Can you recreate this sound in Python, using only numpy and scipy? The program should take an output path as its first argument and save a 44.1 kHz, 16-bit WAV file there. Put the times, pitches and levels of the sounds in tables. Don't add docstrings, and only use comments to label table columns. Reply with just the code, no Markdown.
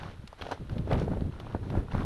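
import sys
import numpy as np
from scipy import signal
from scipy.io import wavfile
from scipy.ndimage import uniform_filter1d

SR = 44100
rng = np.random.default_rng(int(sys.argv[2]) if len(sys.argv) > 2 else 0)


def wav_record(signal):
    frames = np.transpose(np.atleast_2d(signal))
    bounded = np.clip(frames, -1, 1)
    quanta = np.round(bounded * 32767).astype(np.int16)
    wavfile.write(sys.argv[1], SR, quanta)


N = 90404
T = np.arange(N) / SR


def amp(db):
    return 10 ** (np.asarray(db) / 20)


def unit(x):
    return x / np.sqrt(np.mean(x ** 2) + 1e-20)


def colour(x, spectrum):
    hz, db = np.transpose(spectrum)
    log_bin_hz = np.log(abs(np.fft.fftfreq(N, 1 / SR)) + 1)
    log_gain = np.log(amp(np.interp(log_bin_hz, np.log(hz), db)))
    response = np.exp(np.conj(signal.hilbert(log_gain)))
    return unit(np.fft.ifft(np.fft.fft(x) * response).real)


def noise(spectrum):
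    return colour(rng.standard_normal(N), spectrum)


def grains(spectrum, per_s, spread_db):
    size = amp(spread_db * np.minimum(rng.exponential(1, N), 3))
    sign = rng.choice([-1, 1], N)
    hit = rng.random(N) < per_s / SR
    return colour(size * sign * hit, spectrum)


def decay(start, t60):
    return (T >= start) * np.exp(-np.log(1000) * np.maximum(T - start, 0) / t60)


def wavelet(s, hz, rise, fall):
    cycles = (T - s) * hz
    before = (np.minimum(cycles, 0) / rise) ** 2
    after = np.hypot(1, np.maximum(cycles, 0) * 2 / fall)
    return np.exp(1 - before - after) * np.cos(2 * np.pi * (cycles + rng.random()))


PEBBLE_LOW_HZ, PEBBLE_HIGH_HZ = 925, 4190
PEBBLES_PER_S, PEBBLE_DECAY_CYCLES, PEBBLE_DB_PER_OCTAVE = 420, 2.5, -4


def pebbles(count=24):
    out, t = np.zeros(N), T[:2048]
    for hz in np.geomspace(PEBBLE_LOW_HZ, PEBBLE_HIGH_HZ, count):
        envelope = (1 - np.exp(-2 * hz * t)) * np.exp(-hz * t / PEBBLE_DECAY_CYCLES)
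        tick = envelope * np.sin(2 * np.pi * hz * t)
        strength = 2 * rng.random(N) - 1
        hits = strength * (rng.random(N) < PEBBLES_PER_S / count / SR)
        tilt_db = PEBBLE_DB_PER_OCTAVE * np.log2(hz / PEBBLE_LOW_HZ)
        out += amp(tilt_db) * signal.oaconvolve(hits, tick)[:N]
    return unit(out)


# start in seconds, hold in seconds, level in dB before the layer
# gains, sag over the hold in dB (negative swells), fine grit in dB re level, pebbles in dB re level.
BOOT_PRESSES = [(-.01, 0.13, -43.5, 5, -4.5, -3), (0.376, 0.16, -49.5, -7, -1, -9),
                (0.704, 0.11, -49.5, 23, -2, -4), (0.853, 0.057, -52.5, 0, -5, -4),
                (0.899, 0.048, -33, 5, -29, -1.5), (0.97, 0.063, -43.5, 4, 0, -3),
                (1.107, 0.061, -39.5, 15.5, -24, -8), (1.309, 0.091, -51, 8, -10, -2),
                (1.385, 0.15, -51.5, -3.5, -12.5, -2), (1.621, 0.084, -54, 0.5, -3.5, -12),
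                (1.711, 0.074, -45.5, -6.5, -36, -14), (1.9, 0.13, -44.5, 0, -5, 1)]
# frequency in Hz, relative density in dB per Hz.
GRAVEL_SPECTRUM = [(30, -32.5), (200, -0.5), (450, 3.5), (800, 3), (1100, -5.5), (1450, -1), (2200, -16),
                   (3500, -26), (6000, -34), (12000, -42)]
# frequency in Hz, relative density in dB per Hz.
GRIT_SPECTRUM = [(100, 5), (1000, 4.5), (2000, -1), (2900, 1.5), (4100, 0.5), (4700, -6), (6000, -6.5),
                 (7800, -22), (9000, -16), (12000, -28)]
PRESS_S, RELEASE_T60 = 0.014, 0.13
GRAVEL_PER_S, GRIT_PER_S = 900, 2000
GRAVEL_DB, PEBBLE_DB, GRIT_DB = -4.5, -6, -8.5
SETTLE_DB, SETTLE_PEBBLE_DB, SETTLE_GRIT_DB = -64.5, -64, -62


def crunch():
    coarse, loose, fine = amp(SETTLE_DB), amp(SETTLE_PEBBLE_DB), amp(SETTLE_GRIT_DB)
    for s, hold, db, sag_db, grit_db, pebble_db in BOOT_PRESSES:
        attack = np.clip((T - s) / PRESS_S, 0, 1)
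        sag = amp(db - sag_db * np.clip((T - s) / hold, 0, 1))
        release = np.exp(-np.log(1000) * np.maximum(T - s - hold, 0) / RELEASE_T60)
        press = attack * sag * release
        coarse = coarse + press
        loose = loose + press * amp(pebble_db)
        fine = fine + press * amp(grit_db)
    gravel = coarse * amp(GRAVEL_DB) * grains(GRAVEL_SPECTRUM, GRAVEL_PER_S, spread_db=4)
    grit = fine * amp(GRIT_DB) * grains(GRIT_SPECTRUM, GRIT_PER_S, spread_db=2.0)
    return gravel + loose * amp(PEBBLE_DB) * pebbles() + grit


# time in seconds, level in dB before the rumble gain.
GUST_LEVELS = [(0, -42.5), (.06, -44.5), (.12, -45.5), (.16, -50.5), (.26, -46.5), (.30, -79), (.36, -70),
               (.42, -41.5), (.49, -50), (.58, -50), (.61, -35.5), (.67, -45.5), (.71, -35.5), (.79, -34.5),
               (.87, -37.5), (.92, -26), (1.05, -30.5), (1.26, -33.5), (1.33, -44.5), (1.42, -40),
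               (1.50, -42), (1.56, -36.5), (1.66, -38), (1.78, -29), (1.83, -34.5), (1.905, -43),
               (1.945, -30.5), (2.05, -28.5)]
# frequency in Hz, relative density in dB per Hz.
RUMBLE_SPECTRUM = [(10, -26), (25, -2.5), (48, -7), (90, 0), (140, -5.5), (220, -13), (400, -27.5),
                   (700, -44.5), (1200, -46.5), (3000, -65), (12000, -67)]
# frequency in Hz, relative density in dB per Hz.
FLUTTER_SPECTRUM = [(20, -32), (120, -4), (220, -1), (400, -5), (700, -16), (1200, -28), (3000, -41.5),
                    (7500, -56), (9500, -51), (12000, -52)]
# peak time in seconds, level in dB, pitch in Hz.
MICROPHONE_BUMPS = [(.062, -32.5, 143), (0.198, -31, 106), (0.242, -35.5, 153), (.298, -41, 55),
                    (0.61, -34.5, 177), (0.768, -23.5, 180), (0.7965, -20, 148), (0.911, -25, 232),
                    (.928, -22, 225), (0.9434, -19, 66), (1.037, -22, 167), (1.08, -22.5, 273),
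                    (1.117, -20.5, 208), (1.179, -22.5, 55.6), (1.2224, -19.5, 191), (1.2548, -29, 69.5),
                    (1.297, -27, 151), (1.5497, -19.5, 222), (1.557, -24.5, 84.4), (1.7439, -21.5, 194),
                    (1.7756, -19, 271), (1.7943, -22, 57.4), (1.9526, -22, 108), (1.9996, -24, 196)]
RUMBLE_DB, LUMP_DB = -0.5, 1
FLUTTER_DB, FLUTTER_GROWTH, STRONG_GUST_DB = -38.5, 1.23, -31
BUMP_CYCLES = 0.46


def wind():
    low_pass = signal.butter(2, 40, fs=SR, output="sos")
    padded = rng.standard_normal(N + 2 * SR)
    lumps = unit(signal.sosfiltfilt(low_pass, padded)[SR:SR + N])
    gust_db = np.interp(T, *np.transpose(GUST_LEVELS))
    rumble = noise(RUMBLE_SPECTRUM) * amp(RUMBLE_DB + gust_db)
    flutter_db = FLUTTER_DB + FLUTTER_GROWTH * (gust_db - STRONG_GUST_DB)
    flutter = noise(FLUTTER_SPECTRUM) * amp(flutter_db)
    bumps = sum(amp(db) * wavelet(s, hz, BUMP_CYCLES, BUMP_CYCLES) for s, db, hz in MICROPHONE_BUMPS)
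    return (rumble + flutter) * unit(amp(LUMP_DB * lumps)) + bumps


# frequency in Hz, relative density in dB per Hz.
AIR_SPECTRUM = [(20, 9), (100, 2.5), (300, -12.5), (800, -12), (1500, -12), (2300, -17), (4000, -19),
                (4800, -26.5), (6500, -31), (7800, -32.5), (9000, -30), (12000, -32)]


def air():
    return amp(-56) * noise(AIR_SPECTRUM)


# peak time in seconds, level in dB, pitch in Hz.
STONE_KNOCKS = [(.033, -31.5, 830), (.068, -41.5, 654), (.081, -43, 1000), (0.3302, -32, 790),
                (0.4142, -29.5, 556), (0.4239, -28.5, 1050), (.455, -37, 700), (0.4674, -27.5, 690),
                (.4902, -30.5, 546), (.513, -23.5, 820), (0.5212, -21, 740), (.5259, -21.5, 730),
                (0.577, -36.5, 900), (.7697, -32, 507), (.8759, -27.5, 468), (.9066, -44, 660),
                (.9134, -17.5, 500), (.9249, -18, 595), (.9321, -25.5, 880), (0.9391, -22, 480),
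                (.9545, -27, 710), (0.9624, -26, 534), (.9896, -31, 834), (1.018, -20.5, 444),
                (1.0815, -26, 560), (1.1176, -26.5, 546), (1.1357, -29, 680), (1.1724, -28, 487),
                (1.2186, -32.5, 500), (1.4019, -34, 507), (1.448, -43, 830), (1.469, -33, 950),
                (1.5488, -22.5, 734), (1.563, -29, 480), (1.632, -40.5, 786), (1.704, -30.5, 796),
                (1.7258, -34.5, 690), (1.7413, -27, 530), (1.7536, -24.5, 676), (1.777, -26.5, 480),
                (1.8848, -33, 1000), (1.9511, -24.5, 770), (1.9822, -28, 1130), (2.0192, -31, 1070)]
KNOCK_RISE_CYCLES, KNOCK_FALL_CYCLES = 0.91, 0.49
THUD_DB, THUD_PITCH_RATIO = -12, 0.53
SHAKE_DB, SHAKE_T60 = -12.5, 0.031


def knocks():
    body, thud, shake = np.zeros(N), np.zeros(N), np.zeros(N)
    for s, db, hz in STONE_KNOCKS:
        body += amp(db) * wavelet(s, hz, KNOCK_RISE_CYCLES, KNOCK_FALL_CYCLES)
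        thud += amp(db) * wavelet(s, hz * THUD_PITCH_RATIO, BUMP_CYCLES, BUMP_CYCLES)
        shake += amp(db) * decay(s, SHAKE_T60)
    shaken_gravel = uniform_filter1d(shake, size=120) * noise(GRAVEL_SPECTRUM)
    return body + amp(THUD_DB) * thud + amp(SHAKE_DB) * shaken_gravel


# start in seconds, level in dB, ring T60 in seconds,
# glassy top in dB re level before a further 14 dB cut, pitch in Hz, ring in dB re level.
CHIP_SNAPS = [(0.0331, -38, 0.012, -14, 1600, -1), (0.2749, -41, 0.024, 8, 2750, -9.5),
              (0.327, -58, 0.023, 15, 4300, -11), (0.4127, -38.5, 0.029, -11, 3284, -0.5),
              (0.42, -34, 0.023, -6, 1590, -3.5), (0.467, -42, .03, -12, 1850, -5),
              (.5135, -39.5, 0.034, 9.5, 1460, -3), (.521, -39.5, 0.023, -11, 4040, -3),
              (0.671, -46, 0.0079, -12, 2940, -17), (0.6954, -39.5, 0.015, -16, 1480, -3),
              (0.781, -42.5, 0.037, -9, 3500, -17.5), (0.9117, -40, 0.022, -24, 3380, -8),
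              (0.9308, -27, 0.0083, -19, 2050, -8), (.997, -42.5, 0.021, 9.5, 3080, -5),
              (1.208, -45, 0.01, -1, 3900, -6), (1.3996, -39.5, 0.022, -2, 3460, -9),
              (1.701, -42.5, 0.031, -15, 2720, -8), (1.92, -46, 0.024, -10, 2500, -9)]
# frequency in Hz, relative density in dB per Hz.
CHIP_BODY_SPECTRUM = [(100, -41), (900, 2), (1700, 2.5), (2400, 1), (3300, 1), (4300, -2), (6000, -15.5),
                      (7500, -49), (12000, -17)]
# frequency in Hz, relative density in dB per Hz.
CHIP_TOP_SPECTRUM = [(100, -55), (3000, -22), (4500, 5.5), (6000, -1), (7800, -8.5), (10000, -8.5),
                     (12000, -28)]
# multiple of its pitch, level in dB.
FLAKE_MODES = [(1.001, 4.5), (1.27, -11), (1.62, -13)]
CHIP_RISE_S = 0.001


def chips():
    body, top, out = noise(CHIP_BODY_SPECTRUM), amp(-14) * noise(CHIP_TOP_SPECTRUM), np.zeros(N)
    for s, db, t60, top_db, hz, ring_db in CHIP_SNAPS:
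        ring = np.zeros(N)
        for ratio, mode_db in FLAKE_MODES:
            ring += amp(mode_db) * np.sin(2 * np.pi * (hz * ratio * (T - s) + rng.random()))
        envelope = np.clip((T - s) / CHIP_RISE_S, 0, 1) * decay(s, t60)
        out += amp(db) * envelope * (body + amp(top_db) * top + amp(ring_db) * ring)
    return out


def scene():
    return (crunch() + wind() + air() + knocks() + chips())[None]


def record(dry):
    low_pass = signal.firwin(801, 12000, window=("kaiser", 9), fs=SR)
    return signal.oaconvolve(dry, low_pass[None], "same")


dry = scene()
out = record(dry)
wav_record(out)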